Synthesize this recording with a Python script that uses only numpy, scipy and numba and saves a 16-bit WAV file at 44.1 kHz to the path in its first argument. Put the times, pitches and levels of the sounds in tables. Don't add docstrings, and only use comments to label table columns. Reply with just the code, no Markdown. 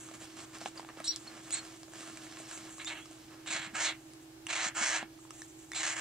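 import sys
import numpy as np
from scipy import signal
from scipy.fft import rfft, irfft, next_fast_len
from scipy.io import wavfile
from scipy.ndimage import uniform_filter1d
from numba import njit

SR = 44100
rng = np.random.default_rng(int(sys.argv[2]) if len(sys.argv) > 2 else 0)


def invert_db(level):
    return 10 ** (np.asarray(level, dtype=float) / 20)


def master_out(mix):
    frames = np.transpose(np.atleast_2d(mix))
    ceiling = np.clip(frames, -1, 1)
    pcm = np.round(ceiling * 32767).astype(np.int16)
    wavfile.write(sys.argv[1], SR, pcm)


N = 264864


def unit(x):
    return x / np.sqrt(np.mean(x ** 2))


def colour(x, points):
    hz, db = np.transpose(points)
    size = 4096
    bin_hz = np.arange(size // 2 + 1) * SR / size
    gain_db = np.interp(np.log(bin_hz + 1), np.log(hz), db)
    cepstrum = irfft(gain_db * np.log(10) / 20)
    cepstrum[1:size // 2] *= 2
    cepstrum[size // 2 + 1:] = 0
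    impulse = irfft(np.exp(rfft(cepstrum)))
    return signal.fftconvolve(x, impulse)[:len(x)]


def band(x, lo_hz, hi_hz):
    return signal.sosfilt(signal.butter(3, [lo_hz, hi_hz], "band", fs=SR, output="sos"), x)


def high_pass(x, corner_hz):
    return signal.sosfilt(signal.butter(3, corner_hz, "high", fs=SR, output="sos"), x)


@njit
def resonance(x, centre_hz, width_hz):
    y = np.empty(len(x))
    band_state, low_state = 0., 0.
    for i in range(len(x)):
        g = np.tan(np.pi * centre_hz[i] / SR)
        damping = width_hz / centre_hz[i]
        v = (band_state + g * (x[i] - low_state)) / (1 + g * (g + damping))
        band_state = 2 * v - band_state
        low_state = low_state + 2 * g * v
        y[i] = damping * v
    return y


def walk(rate_hz):
    k = int(SR / rate_hz)
    held = np.repeat(rng.standard_normal(N // k + 1), k)
    return 1.267 * uniform_filter1d(uniform_filter1d(held, k), k)[:N]


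def columns(rows):
    s, *cols = np.transpose(sorted(rows))
    return [np.interp(np.arange(N) / SR, s, c) for c in cols]


def swells(rows, attack_share, release_s, arch_db):
    start_s, length_s, db, *cols = np.transpose(rows)[:, :, None]
    t = np.arange(N) / SR - start_s
    attack = np.clip(t / (attack_share * length_s), 0, 1)
    release = np.exp(-np.clip(t - length_s, 0, None) / release_s * 3)
    arch = np.clip(2 * t / length_s - 1, -1, 1) ** 2
    power = (attack * release * invert_db(db - arch_db * arch)) ** 2
    total = power.sum(axis=0) + 1e-14
    return [np.sqrt(total)] + [(power * c).sum(axis=0) / total for c in cols]


def snaps(rate_hz, jitter, spread_db):
    gap, size = rng.standard_normal((N // 4, 2)).T
    at = np.cumsum(np.maximum(SR / rate_hz * np.exp(jitter * gap), 1)).astype(int)
    inside = at < N
    out = np.zeros(N)
    out[at[inside]] = invert_db(spread_db * np.clip(size[inside], -3, 1.6))
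    return unit(out - out.mean())


def hiss():
    # f/Hz, level/dB per Hz
    hiss_curve = [(12, -34), (20, -22), (70, -15), (123, -12.5), (198, -21), (234, -23), (318, -4.5),
                  (398, -21.5), (498, -22.5), (823, -20), (921, -24.5), (1220, -29.5), (2740, -29.5),
                  (7920, -32.5), (15900, -38.5)]
    mid, side = (colour(invert_db(1.0 * walk(26)) * rng.standard_normal(N), hiss_curve) for _ in range(2))
    side = 0.21 * side + high_pass(side, 420)
    return invert_db(-60) * np.array([mid + side, mid - side]) / mid.std()


def hum():
    # f/Hz, rms/dB
    motor_lines = [(119.9, -68.5), (138.5, -69.5), (322.7, -55.5)]
    t = np.arange(N) / SR
    low = sum(invert_db(db + 1.0 * walk(5.6)) * np.sin(2 * np.pi * hz * t) for hz, db in motor_lines[:2])
    hz, db = motor_lines[2]
    line_gain = invert_db(db + 0.34 * walk(2.0))
    line = line_gain * np.sin(2 * np.pi * np.cumsum(hz + 1.13 * walk(5)) / SR)
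    cabinet = invert_db(-65.0) * unit(band(rng.standard_normal(N), 296, 384))
    port_gain = invert_db([[-2.5], [2.0]])
    return np.sqrt(2) * low + (np.sqrt(2) * line + cabinet) * port_gain


def towel():
    # t/s, level/dB, brightness/dB
    contact = [(0, -59.5, 0.5), (1, -63.5, -1.5), (1.2, -60, 2), (1.65, -56.5, 0), (1.9, -66, 2.5),
               (1.95, -56.5, 0), (2.7, -56, 0), (2.8, -60.5, 6), (3.4, -65.5, -2.5), (4, -65.5, 1.5),
               (4.4, -71.5, -2), (5.1, -70.5, -2), (6, -66.5, 8)]
    # start/s, length/s, level/dB, brightness/dB
    strokes = [(-.04, .12, -57.5, 5.5), (.135, 0.022, -54, 0.5), (.195, 0.062, -53, 1.5),
               (.358, 0.094, -52.5, 0), (.528, 0.047, -54, -1), (.6, 0.046, -53, 0),
               (.648, 0.041, -49, 0.5), (.75, 0.054, -53.5, -1.5), (.895, 0.013, -57, -11),
               (.962, .055, -56.5, -6), (1.24, 0.17, -58, -5), (1.93, 0.19, -54.5, 0.5),
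               (2.235, 0.045, -57.5, 3), (2.38, 0.037, -56.5, 4), (2.47, 0.12, -52.5, 3.5),
               (2.69, 0.044, -60, 5), (3.3, 0.083, -63, -5), (4.1, 0.044, -73, -2), (4.2, 0.048, -74, 16),
               (5.17, 0.098, -71.5, 14), (5.315, 0.15, -62, 6), (5.47, 0.052, -65.5, 8),
               (5.58, 0.073, -64.5, 4)]
    # f/Hz, level/dB per Hz
    paper_curve = [(250, -30), (430, -4), (667, 0.5), (1000, -1), (1360, 2.5), (3570, -6.5), (7600, -1.5),
                   (15900, -35)]

    rest_db, rest_tilt_db = columns(contact)
    stroke, stroke_tilt_db = swells(strokes, attack_share=0.15, release_s=0.0073, arch_db=3.5)
    rest_power, stroke_power = invert_db(rest_db) ** 2, stroke ** 2
    power = rest_power + stroke_power
    db = 10 * np.log10(power)
    tilt_db = (rest_power * rest_tilt_db + stroke_power * stroke_tilt_db) / power
    low_db, top_db = db - tilt_db, db + tilt_db
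    mid_db = db - 1 - 0.63 * np.abs(tilt_db)

    crackle = snaps(600, 1.1, 5.5) * np.sign(rng.standard_normal(N))
    friction = rng.standard_normal(N) + 0.53 * crackle
    paper = colour(invert_db(0.72 * walk(60)) * friction, paper_curve)
    scrape = unit(band(paper, 210, 2450)) * invert_db(low_db - 1.0 + 1.14 * walk(25.49))
    middle = unit(band(paper, 2840, 6130)) * invert_db(mid_db + 6.0 + 1.1 * walk(24.44))
    rustle = unit(band(paper, 5090, 12300)) * invert_db(top_db + 2.5 + 0.49 * walk(25.4))
    drag = unit(band(crackle, 179, 353)) * invert_db(low_db - 9.5)
    return scrape + middle + rustle + drag


def ticks():
    # t/s, peak/dB, ring f/Hz, crack re peak/dB
    knock_rows = [(0.088, -42, 1230, -2), (0.113, -39.5, 667, -15), (0.614, -39, 640, -3),
                  (0.62, -40, 720, -3), (0.659, -25, 800, -32), (0.796, -33.5, 910, -8),
                  (0.829, -43, 800, -9), (0.848, -41, 850, -12), (0.889, -38.5, 1180, -14),
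                  (0.973, -40, 537, -14), (1.002, -34, 620, -7), (1.832, -45.5, 715, 6),
                  (1.882, -45, 640, -8), (1.936, -40, 1500, -1), (2.031, -41, 1270, -15),
                  (2.371, -42.5, 1120, -10), (2.401, -38.5, 640, -5), (2.782, -41.5, 1130, 0.5),
                  (3.057, -45, 1220, 2), (3.112, -47.5, 700, 1)]
    # t/s, peak/dB, ring f/Hz, crack re peak/dB
    tick_rows = [(0.585, -52, 1300, 12), (1.042, -39, 2980, 1), (1.161, -54, 1190, 25),
                 (1.507, -41, 2630, 9), (2.173, -40, 2360, 1), (2.268, -43, 1920, -15),
                 (2.513, -38.5, 1550, 0), (2.531, -44, 1420, -2), (2.576, -41, 2080, 4),
                 (2.847, -42, 2480, 5), (3.461, -40, 2850, -4), (4.135, -54.5, 799, 8.5),
                 (4.468, -28, 2800, -3), (5.028, -30.5, 790, -25), (5.19, -49, 1210, -9),
                 (5.251, -49, 960, -9), (5.307, -38, 1280, 2), (5.419, -35.5, 1800, 1),
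                 (5.718, -31, 1900, -3), (5.734, -32, 2200, -7), (5.746, -40.5, 2120, -14)]
    # t/s, peak/dB, f/Hz
    thud_rows = [
        (2.381, -58, 206),
        (3.5, -50, 191),
        (3.548, -48, 202),
        (3.597, -50, 151),
        (3.671, -45, 201),
        (3.731, -44, 223),
        (4.66, -43.5, 205),
        (4.811, -40, 232),
        (5.026, -42.5, 227.3),
    ]
    size = 2048
    out, t = np.zeros(N + size), np.arange(size) / SR
    hits = knock_rows + tick_rows
    noises = rng.standard_normal((len(hits), size))
    ring_decay = np.exp(-t / 0.0026)
    for (s, db, hz, crack_db), noise in zip(hits, noises):
        ring = (np.sin(2 * np.pi * hz * t) + 0.25 * np.sin(2 * np.pi * 2.13 * hz * t)) * ring_decay
        burst = noise * np.exp(-t / .0005)
        body = 3.4 * band(burst, 850, 4540)
        crack = band(burst, 3850, 8200)
        crack = invert_db(crack_db + 8.0) * crack / np.abs(crack).max()
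        out[int(s * SR):int(s * SR) + size] += invert_db(db - 1.0) * (ring + body + crack)
    out = band(out, 213, 22000)
    for s, db, hz in thud_rows:
        swell = t / 0.0075 * np.exp(-t / 0.0039)
        out[int(s * SR):int(s * SR) + size] += invert_db(db + 11.0) * np.sin(2 * np.pi * hz * t) * swell
    return out[:N]


def whistles():
    # start/s, length/s, first f/Hz, last f/Hz, level/dB
    glides = [(0.773, 0.0091, 5240, 4130, -40.5), (1.038, .02, 3600, 4600, -46),
              (1.041, 0.02, 7940, 9300, -42), (1.056, 0.036, 4300, 5550, -46),
              (1.075, .04, 5520, 5770, -31), (1.108, 0.02, 5750, 3990, -38),
              (1.068, 0.0187, 3730, 4220, -41), (1.069, 0.0164, 7400, 8500, -46),
              (1.079, 0.035, 4320, 4520, -37.5), (1.081, 0.071, 3900, 4220, -43.5),
              (1.27, 0.016, 4330, 4200, -47), (1.498, 0.026, 2500, 4080, -48),
              (1.52, 0.05, 4060, 4120, -41), (1.523, 0.027, 8000, 8040, -31),
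              (1.55, 0.061, 4450, 4200, -44), (1.508, .055, 6770, 7050, -41.5),
              (2.844, .03, 6900, 7230, -44), (2.854, 0.042, 3480, 3900, -38),
              (3.013, 0.026, 3250, 3420, -52), (5.725, 0.017, 3700, 3480, -44)]
    out, t = np.zeros(N), np.arange(N) / SR
    shake, flutter = 1 + .007 * walk(300), invert_db(2.0 * walk(260))
    for s, length_s, first_hz, last_hz, db in glides:
        on = slice(int(s * SR), int((s + length_s) * SR))
        part = np.clip((t[on] - s) / length_s, 0, 1)
        hz = (first_hz + (last_hz - first_hz) * part) * shake[on]
        phase = 2 * np.pi * np.cumsum(hz) / SR
        tone = np.sin(phase) + invert_db(-30) * np.sin(2 * phase)
        swell = np.abs(np.sin(np.pi * part)) ** 0.82
        out[on] += np.sqrt(2) * invert_db(db) * swell * flutter[on] * tone
    return out


def rasp():
    # start/s, length/s, throat level/dB, throat resonance f/Hz, beak re throat/dB
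    pushes = [(1.04, 0.045, -52, 3160, 6.5), (1.075, 0.093, -56, 3200, -10), (1.515, 0.077, -45, 2310, 0),
              (2.79, 0.04, -45, 2120, -18), (2.865, 0.042, -42.5, 2820, -6), (2.89, 0.047, -41, 2100, -18),
              (2.94, 0.067, -46.5, 2900, -32), (3.46, 0.05, -43.5, 2500, -6.5),
              (3.49, 0.092, -39.5, 2200, -3.5), (3.535, 0.066, -38, 1780, -11),
              (3.6, 0.075, -43, 1840, -11), (3.737, .09, -36.5, 1600, -8), (3.79, 0.1, -35.5, 2040, -1.5),
              (3.85, 0.071, -38, 2180, -13.5), (4.48, 0.088, -34, 2420, -7), (4.55, 0.097, -35, 1950, -8.5),
              (4.615, 0.07, -35, 1780, -3.5), (4.742, 0.11, -36, 1380, -5.5), (4.8, 0.11, -33, 1900, -3),
              (4.89, 0.1, -33.5, 1770, -6.5), (4.98, 0.049, -43, 1600, -19), (5.74, 0.063, -40.5, 2450, -2),
              (5.78, 0.16, -36, 1960, -4.5), (5.935, 0.16, -40, 1700, -6.5)]
    # t/s, level/dB
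    mouth_rows = [(1.05, 8), (1.12, 6.5), (1.55, 2), (2.8, 5.5), (2.875, 3), (2.97, -6), (3.5, 1.5),
                  (3.65, 4), (3.77, -5), (3.86, 5.5), (4.5, -2.5), (4.66, 1.5), (4.77, -4.5), (4.93, 0),
                  (5.76, 4.5), (5.9, -2), (5.95, -9), (6, -3)]
    catches = [
        4.516,
        4.523,
        4.548,
        4.85,
        5.728,
        5.742,
        5.825,
        5.86,
    ]
    # f/Hz, width/Hz, level/dB
    windpipe = [(942, 21, -0.5), (1570, 560, -3), (2120, 110, 1.5), (2900, 1300, -2)]
    # f/Hz, level/dB per Hz
    throat_curve = [(250, -63), (420, -12), (617, -2.5), (831, -3), (923, -3.5), (1090, -6.5), (1640, -3),
                    (2880, -3), (3400, -9), (4420, -81), (7480, -120)]
    # f/Hz, level/dB per Hz
    beak_curve = [(2710, -17), (4600, 0.5), (5920, -6.5), (6650, -6), (7820, -1.5), (11000, -18),
                  (14000, -20)]

    push, throat_hz, beak_db = swells(pushes, attack_share=0.18, release_s=0.066, arch_db=5)
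    gape = swells(pushes, attack_share=0.18, release_s=0.017, arch_db=5)[0]
    throat_hz = np.clip(throat_hz, 1300, 3400)
    mouth_db = -7 + 7 * (throat_hz - 1900) / 1000 + 0.22 * beak_db + columns(mouth_rows)[0]
    effort = gape ** 2 / (gape ** 2 + invert_db(-36) ** 2)
    beak_lag_s = 0.019
    keep = np.exp(-1 / (beak_lag_s * SR))
    lagged = signal.lfilter([1 - keep], [1, -keep], effort)
    beak_hz = 7410 - 1700 * np.minimum(effort, lagged)

    stutter = invert_db(.6 * walk(120))
    stall = sum(np.exp(-((np.arange(N) / SR - s) / .0022) ** 2) for s in catches)
    source = stutter * invert_db(-16 * stall) * (snaps(1000, .4, 3.5) + .4 * rng.standard_normal(N))
    rings = sum(invert_db(db) * resonance(source, np.full(N, 1. * hz), 1. * width_hz)
                for hz, width_hz, db in windpipe)
    gullet = resonance(source, throat_hz, 480.)
    throat = unit(colour(source + 1.1 * rings + 1.7 * gullet, throat_curve))
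    mouth = unit(resonance(band(source, 3310, 4290), 4150 + 150 * walk(25.44), 1530.0))
    beak_ring = resonance(source, beak_hz, 900.0)
    beak = unit(colour(band(source + 2.4 * beak_ring, 4830, 9700), beak_curve))
    opening = invert_db(mouth_db + 1.5) * mouth + invert_db(beak_db + 4.0) * beak
    return invert_db(-0.1) * throat * push + opening * gape


def ports(x):
    # lag/ms, level/dB, bounce lag/ms, bounce share
    port_rows = [(0.038, -1, 0.15, 0.39), (0.0093, 1.22, 0.12, 0.3)]
    room_t60_s, room_db = .09, -6.5
    size = next_fast_len(N + SR)
    turn_per_ms = -2j * np.pi * np.arange(size // 2 + 1) * SR / size / 1000
    t = np.arange(SR // 2) / SR
    decay = np.exp(-np.log(1000) * t / room_t60_s) * (t > .0015)
    tails = rng.standard_normal((2, len(t))) * decay
    tails *= invert_db(room_db) / np.sqrt((tails ** 2).sum(axis=1, keepdims=True))
    near = np.array([invert_db(db) * np.exp(turn_per_ms * lag_ms) * (1 + share * np.exp(turn_per_ms * bounce_ms))
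                     for lag_ms, db, bounce_ms, share in port_rows])
    return invert_db(-1.5) * irfft(rfft(x, size) * (near + rfft(tails, size)), size)[:, :N]


def scene():
    return ports(rasp() + whistles() + towel() + ticks()) + hum() + hiss()


def top_cut(x):
    return signal.sosfilt(signal.butter(12, 16090, fs=SR, output="sos"), x)


def record(dry):
    low_pass = signal.ellip(10, .2, 70, 15650, fs=SR, output="sos")
    return top_cut(signal.sosfilt(low_pass, dry))


dry = scene()
out = record(dry)
master_out(out)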